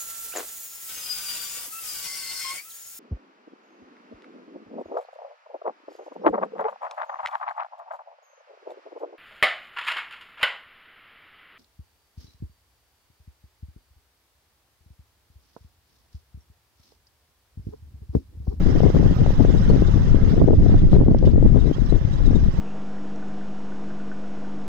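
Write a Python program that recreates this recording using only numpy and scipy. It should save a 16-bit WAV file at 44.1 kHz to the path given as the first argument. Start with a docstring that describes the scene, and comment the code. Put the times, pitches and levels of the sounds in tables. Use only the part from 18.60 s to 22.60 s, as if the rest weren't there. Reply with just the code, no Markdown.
"""Wind buffets the microphone, mostly its left port, on an open vehicle riding past wet fields.
Turbulence rumbles with the gusts; single eddies hit the ports as dull pops.
To the right, a slow engine thuds as each firing rings the exhaust, and tyres and running gear rush.
The bodywork squeaks faintly on the bumps.
A brief microphone overload crackle sounds on the left, then a short high hiss on the right."""
import sys
import numpy as np
from scipy import signal
from scipy.io import wavfile

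SR = 44100
rng = np.random.default_rng(int(sys.argv[2]) if len(sys.argv) > 2 else 0)


def to_wav(s):
    """Save 16-bit WAV."""
    ch = np.atleast_2d(s).T  # columns
    pcm = np.round(np.clip(ch, -1, 1) * 32767)  # PCM
    wavfile.write(sys.argv[1], SR, pcm.astype(np.int16))


N = 176400
TIME = np.arange(N) / SR


def wind(gust_db):
    """Turbulence at each port: the bass heaves with the swell, the low mids follow the gusts most."""
    # Spectrum at the reference gust. Each row: frequency in Hz, relative density in dB.
    colour = [(22, 0), (45, -2), (130, -5), (250, -11.5), (400, -19.5), (600, -32), (850, -46), (1200, -53),
              (1900, -63.5), (3400, -71.5), (7000, -86.5)]
    # Response to gusts. Each row: frequency in Hz, band dB per gust dB.
    gust_slope = [(30, 0.06), (120, .5), (300, 0.8041), (700, 1.66), (2000, -0.16)]
    # Deep pressure swell. Each row: time in seconds, left level in dB, right level in dB.
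    swell = [(0, -4, -14), (.45, -3.5, -3), (.83, 6, -8.5), (1.1, 0, -4.5), (1.42, 3, -10),
             (1.52, 5.5, -12.5), (1.75, -3.5, -9), (2, 1, -1.5), (2.37, 6, 1), (2.55, -1.5, -8),
             (2.87, 7, -2), (3.1, 1, -22), (3.2, -1, -19), (3.31, 1.5, -16.5), (3.48, -1.5, -20),
             (3.64, 14, -10), (3.75, 0.5, -6.5), (4, 5, -16)]
    # Response to the swell. Each row: frequency in Hz, band dB per swell dB.
    swell_slope = [(60, 0.59), (150, 0.35), (350, 0.36)]
    rms_db = -12.5
    out, swell_db = 0, in_time(swell)
    for hz, noise in noise_bands(np.geomspace(12, 8000, 17)):
        drive_db = at_hz(gust_slope, hz) * gust_db + at_hz(swell_slope, hz) * swell_db
        out = out + noise * from_db(at_hz(colour, hz) + drive_db)
    return from_db(rms_db) * unit_rms(out)


def gusts():
    """Air strength per port in dB re the reference gust: flow plus buffets, broken up by eddies."""
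    # Flow between gusts. Each row: time in seconds, left level in dB, right level in dB.
    airflow = [(0, -29.5, -52.5), (.45, -29, -57.5), (.85, -28, -58.5), (1.45, -31, -39.5),
               (1.77, -19.5, -44), (2.1, -24.5, -48.5), (2.29, -32, -45), (2.85, -28.5, -42),
               (3.1, -28.5, -63.5), (3.22, -32, -57), (3.48, -39.5, -52), (3.72, -26, -39), (3.9, -35, -53),
               (4, -25.5, -40.5)]
    # Gusts. Each row: centre in seconds, length in seconds, level in dB, port (0 left, 1 right).
    buffets = [(0.078, 0.076, -17.5, 0), (0.164, 0.031, -18, 0), (0.256, 0.043, -8.5, 0),
               (0.364, .023, -17, 0), (0.429, 0.065, -16.5, 0), (0.485, .06, -19.5, 0),
               (0.602, 0.03, -18, 0), (0.662, 0.0074, -17.5, 0), (0.805, 0.02, -14, 0),
               (0.896, 0.019, -19, 0), (0.94, 0.01, -17.5, 0), (1.121, 0.054, -13.5, 0),
               (1.123, 0.014, -19.5, 1), (1.216, 0.041, -21.5, 0), (1.37, .014, -16.5, 0),
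               (1.611, 0.012, -15.5, 1), (1.824, .03, -14.5, 1), (1.888, 0.027, -12, 0),
               (1.935, 0.014, -8, 1), (1.998, .02, -15, 1), (2.053, 0.028, -11.5, 0),
               (2.151, 0.026, -13.5, 1), (2.254, 0.054, -19.5, 1), (2.347, 0.035, -13, 0),
               (2.4, 0.023, -16.5, 0), (2.42, .013, -8.5, 1), (2.496, 0.064, -18.5, 0),
               (2.498, 0.031, -18, 1), (2.556, 0.025, -13.5, 1), (2.649, 0.046, -16, 0),
               (2.67, 0.014, -10, 1), (2.79, .046, -18, 0), (2.854, 0.018, -12.5, 1),
               (2.96, 0.071, -18.5, 0), (3.075, .05, -21, 0), (3.341, 0.032, -13, 0),
               (3.756, 0.019, -18, 0)]
    eddy_hz, eddy_db, reference_db = 61.15, 4, -17.5
    power = from_db(in_time(airflow)) ** 2
    for centre_s, length_s, db, port in buffets:
        power[int(port)] += from_db(db) ** 2 * np.exp(-(2 * (TIME - centre_s) / length_s) ** 2)
    churn_db = np.array([eddy_db * drift(eddy_hz) for _ in range(2)])
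    return 10 * np.log10(power) + churn_db - reference_db


def lulls():
    """Wind gain per port in dB: the flow briefly lets go of the left one."""
    # Each row: centre in seconds, length in seconds.
    dips = [(0.121, 0.01), (0.326, 0.021), (0.563, 0.051), (0.747, 0.057), (1.598, 0.043), (2.299, 0.021),
            (3.151, 0.055), (3.403, 0.023), (3.936, 0.067)]
    depth_db = -12
    dip = sum(np.exp(-(2 * (TIME - centre_s) / length_s) ** 4) for centre_s, length_s in dips)
    return np.array([depth_db * dip, np.zeros(N)])


def eddy_pulse(hz, decay_cycles=0.32):
    """Pressure of one eddy: a pointed crest with suction on either side."""
    t = np.arange(-(SR // 10), SR // 10 + 1) / SR
    return np.cos(2 * np.pi * hz * t) * np.exp(-np.abs(t) * hz / decay_cycles)


def slaps(gust_db):
    """Eddies pop on a port: many small ones in the gusts, and hard ones, lower the bigger they are."""
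    # Each row: centre in seconds, relative level in dB, frequency in Hz, port (0 left, 1 right).
    hard_slaps = [(0.153, -5, 295, 0), (0.205, -3, 483, 0), (.234, -6.5, 420, 0), (.302, -5, 370, 0),
                  (.348, -5.5, 473, 0), (.43, -11, 418, 0), (0.617, -3, 245, 0), (0.663, -6.5, 510, 0),
                  (.705, -10.5, 460, 0), (.85, -0.5, 390, 0), (.903, -3.5, 264, 0), (.949, -5, 323, 0),
                  (1.1, -2, 360, 0), (1.135, -9, 220, 0), (1.162, -3.5, 316, 0), (1.222, -1, 302, 0),
                  (1.518, 2.5, 110, 0), (1.546, -0.5, 253, 0), (1.713, -4, 109, 0), (1.78, -4.5, 330, 0),
                  (1.821, -5.5, 327, 1), (1.843, 3, 220, 1), (1.885, -1.5, 420, 0), (1.908, -2.5, 288, 0),
                  (1.932, -4.5, 310, 1), (1.984, -7, 90, 1), (2.097, -9, 380, 0), (2.153, -4.5, 150, 1),
                  (2.255, -0.5, 128, 1), (2.332, -2, 378, 0), (2.384, 0, 110, 0), (2.413, 2.5, 283, 1),
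                  (2.483, -2, 300, 0), (2.547, -2.5, 485, 1), (2.627, -5, 377, 0), (2.673, -3, 265, 1),
                  (2.736, -4, 232, 1), (2.759, -7, 250, 0), (2.78, -4.5, 382, 0), (2.827, -3.5, 300, 0),
                  (2.847, -1.5, 190, 1), (2.862, -3, 290, 1), (3.113, -1, 250, 0), (3.184, -13, 330, 0),
                  (3.22, -4.5, 170, 0), (3.325, -1, 261, 0), (3.451, -2.5, 99, 0), (3.68, -2.5, 236, 0),
                  (3.705, -11, 133, 0), (3.731, -12.5, 352, 0), (3.766, -4, 152, 0), (3.884, -1, 85.6, 0),
                  (3.988, -7, 150, 0)]
    reference_per_s, small_db, small_hz = 40, -6, 290
    hard_gain_db, lowpass_hz = 3, 1010
    hits = rng.random((2, N)) < reference_per_s * from_db(gust_db) ** 2 / SR
    clicks = hits * (2 * rng.random((2, N)) - 1) * from_db(small_db)
    out = signal.fftconvolve(clicks, eddy_pulse(small_hz)[None], "same", axes=1)
    for centre_s, db, hz, port in hard_slaps:
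        pulse = from_db(db + hard_gain_db) * eddy_pulse(hz)
        start = int(centre_s * SR) - len(pulse) // 2
        out[int(port), start:start + len(pulse)] += pulse[:N - start]
    return signal.sosfilt(signal.butter(4, lowpass_hz, fs=SR, output="sos"), out)


def engine():
    """One soft pressure pulse per firing rings the exhaust."""
    # Speed and strength. Each row: time in seconds, firings per second, relative level in dB.
    running = [(0, 17.75, 0), (.7, 18.1, 0), (1.35, 18.1, -2), (2.6, 17.6, -3), (3.1, 16.2, -6),
               (3.5, 15.8, -5), (3.85, 18.5, -4)]
    # Exhaust resonances. Each row: frequency in Hz, gain in dB, T60 in seconds.
    modes = [(35.7, -15.5, 0.034), (102, -13, 0.035), (145.6, -17.5, 0.05), (220, -47.5, 0.026),
             (368, -30.5, 0.13), (527.4, -30, 0.11)]
    first_s, jitter_s, gain_db, spread_db = 0.006, 0.00045, 4, 1.2
    rate_hz, level_db = in_time(running)
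    cycles = np.cumsum(rate_hz) / SR
    firing_s = np.interp(np.arange(int(cycles[-1]) + 1), cycles, TIME) + first_s
    late_s, uneven_db = (rng.standard_normal((len(firing_s), 2)) * [jitter_s, spread_db]).T
    at = np.clip(((firing_s + late_s) * SR).astype(int), 0, N - 1)
    clicks = np.zeros(N)
    clicks[at] = -from_db(gain_db + level_db[at] + uneven_db)
    pulses = bandpass(clicks, 54, 394, order=1)
    exhaust = sum(from_db(db) * ring(pulses, hz, t60_s) for hz, db, t60_s in modes)
    return from_right(exhaust, left_db=-4)


def rush():
    """Broad, slightly patchy noise of tyres and running gear; its level jostles a little."""
    # Each row: time in seconds, relative level below the split in dB, above it in dB.
    levels = [(0, -49.5, -51), (1.48, -50.5, -51.5), (1.61, -51.5, -55.5), (1.7, -50.5, -50),
              (1.85, -56, -57), (1.98, -60.5, -59), (2.12, -49.5, -53), (2.29, -58.5, -59),
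              (2.33, -54, -52.5), (2.46, -60.5, -64.5), (2.64, -60, -60.5), (2.66, -55.5, -50),
              (2.75, -61.5, -63.5), (3.02, -55, -56.5), (4, -54, -55)]
    # Spectrum. Each row: frequency in Hz, relative density in dB.
    colour = [(60, 23.5), (200, 23.5), (400, 6.5), (800, 5.5), (1200, 3), (2050, -2), (2270, -10.5),
              (3000, -6), (3800, -6.5), (4300, -15.5), (5200, -7.5), (6400, -15.5), (7300, -21.5),
              (8300, -29.5), (11000, -35), (13500, -34), (15500, -15.5)]
    split_hz, patchy_db, coherence = 2200, 2.5, 0.52
    rms_db, left_db = -32, -14
    jostle_db = 0.8 * drift(hz=50)
    lower_db, treble_db = [curve - curve.mean() + jostle_db for curve in in_time(levels)]
    edges_hz = np.r_[50, 100, 200, 300, 450, np.geomspace(640, 8000, 24), 10000, 12500, 16000]
    out = 0
    for hz, noise in noise_bands(edges_hz):
        level_db = treble_db if hz > split_hz else lower_db
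        out = out + from_db(at_hz(colour, hz) + level_db + patchy_db * drift(hz=25)) * noise
    right, unrelated = out
    left = coherence * delay_left(right) + np.sqrt(1 - coherence ** 2) * unrelated
    return from_db(rms_db) * unit_rms(np.array([from_db(left_db) * left, right]))


def squeaks():
    """Bodywork chirps: a rough tone and its octave arch and slide in pitch over rubbing noise."""
    # Each row: time in seconds, relative level in dB, pitch in Hz.
    chirps = [(0.9727, -50.5, 3790), (1.031, -54, 4010), (1.0894, -50, 4330), (1.2635, -47.5, 3630),
              (2.18, -50.5, 3580), (2.3366, -56.5, 4000), (2.505, -63, 4520), (2.656, -69, 3230),
              (2.9911, -52, 3750), (3.0634, -53.5, 3900), (3.1313, -47.5, 3230), (3.1894, -61, 3850),
              (3.2915, -48.5, 3960), (3.5274, -50.5, 3800), (3.6522, -50, 3860), (3.75, -47.5, 3700)]
    length_s, gain_db, octave_db, rub_db = 0.043, 7, -14.5, -9.5
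    arch_depth, glide_spread, wobble_spread = 0.037, 0.035, 0.018  # fractions of the pitch
    wobble = wobble_spread * drift(hz=300)
    rub = unit_rms(bandpass(rng.standard_normal(N), 2800, 6800, order=6))
    out = np.zeros(N)
    for time_s, db, hz in chirps:
        at = np.flatnonzero(np.abs(TIME - time_s - length_s / 4) < length_s / 2)
        turn = np.linspace(0, np.pi, len(at))
        arch = np.sin(turn)
        glide = glide_spread * rng.standard_normal() * np.cos(turn)
        pitch_hz = hz * (1 + arch_depth * (arch - 1) + glide + wobble[at])
        phase = 2 * np.pi * np.cumsum(pitch_hz) / SR
        tone = np.sin(phase) + from_db(octave_db) * np.sin(2 * phase)
        out[at] += from_db(db + gain_db) * arch ** 2 * (tone + from_db(rub_db) * rub[at])
    return from_right(out, left_db=-13)


def crackle_and_hiss():
    """Overload crackle left, then a short high hiss right: fast-dying noise bursts an octave wide."""
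    # Each row: start in seconds, peak before panning in dB, centre in Hz, left minus right in dB.
    bursts = [(2.352, -40.5, 2030, 15), (2.585, -40, 4050, -19)]
    t60_s = 0.026
    out, age_s = np.zeros((2, N)), TIME[:SR // 10]
    decay = from_db(-60 * age_s / t60_s)
    for start_s, db, hz, pan_db in bursts:
        noise = decay * rng.standard_normal(len(age_s))
        burst = bandpass(noise, hz / np.sqrt(2), hz * np.sqrt(2), order=4)
        burst *= from_db(db) / np.abs(burst).max()
        pan = np.array([from_db(pan_db), 1])
        start = int(start_s * SR)
        out[:, start:start + len(burst)] += np.outer(pan / pan.mean(), burst)
    return out


def delay_left(x, lag_s=0.00045):
    """Sound from the right reaches the left port later."""
    return np.interp(TIME - lag_s, TIME, x)


def from_right(x, left_db):
    """Source on the right: weaker and later at the left port."""
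    return np.array([from_db(left_db) * delay_left(x), x])


def from_db(db):
    """Decibels to gain."""
    return 10 ** (np.asarray(db) / 20)


def unit_rms(x):
    """Scale to an rms of 1."""
    return x / np.sqrt(np.mean(x ** 2) + 1e-20)


def in_time(rows):
    """Interpolate each value column at every sample."""
    time_s, *columns = np.transpose(rows)
    return np.array([np.interp(TIME, time_s, column) for column in columns])


def at_hz(rows, hz):
    """Interpolate on a log-frequency axis."""
    points_hz, values = np.transpose(rows)
    return np.interp(np.log(hz), np.log(points_hz), values)


def drift(hz):
    """Smooth random curve of unit rms, low-passed at hz."""
    step, run_in = 20, 3000  # samples
    lowpass = signal.butter(3, hz, fs=SR / step, output="sos")
    slow = signal.sosfilt(lowpass, rng.standard_normal(N // step + run_in + 2))[run_in:]
    return np.interp(np.arange(N) / step, np.arange(len(slow)), unit_rms(slow))


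def bandpass(x, low_hz, high_hz, order):
    """Band-pass with a flat top."""
    return signal.sosfilt(signal.butter(order, [low_hz, high_hz], "band", fs=SR, output="sos"), x)


def ring(x, hz, t60_s):
    """Resonator: a unit click starts a decaying sine of height 1."""
    radius, angle = from_db(-60 / (t60_s * SR)), 2 * np.pi * hz / SR
    return signal.lfilter([0, np.sin(angle)], [1, -2 * radius * np.cos(angle), radius ** 2], x + 1e-18)


def noise_bands(edges_hz):
    """Yield centre in Hz and two unrelated noises per band, at equal power per Hz."""
    white = rng.standard_normal((2, 2, N + SR // 2))
    for k, (low_hz, high_hz) in enumerate(zip(edges_hz, edges_hz[1:])):
        yield np.sqrt(low_hz * high_hz), bandpass(white[k % 2], low_hz, high_hz, order=3)[:, -N:]


def scene():
    """Wind over the vehicle's own sounds."""
    gust_db = gusts()
    air = wind(gust_db) * from_db(lulls()) + slaps(gust_db)
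    return air + engine() + rush() + squeaks() + crackle_and_hiss()


def record(dry):
    """The microphone rounds off the peaks; the ends fade and the top is cut steeply."""
    ceiling, fade_s, cutoff_hz = 0.95, 0.003, 15650
    fade = np.clip(np.minimum(TIME, TIME[::-1]) / fade_s, 0, 1)
    rounded = ceiling * np.tanh(dry / ceiling)
    return signal.sosfilt(signal.ellip(10, 0.1, 80, cutoff_hz, fs=SR, output="sos"), rounded * fade)


dry = scene()
out = record(dry)
to_wav(out)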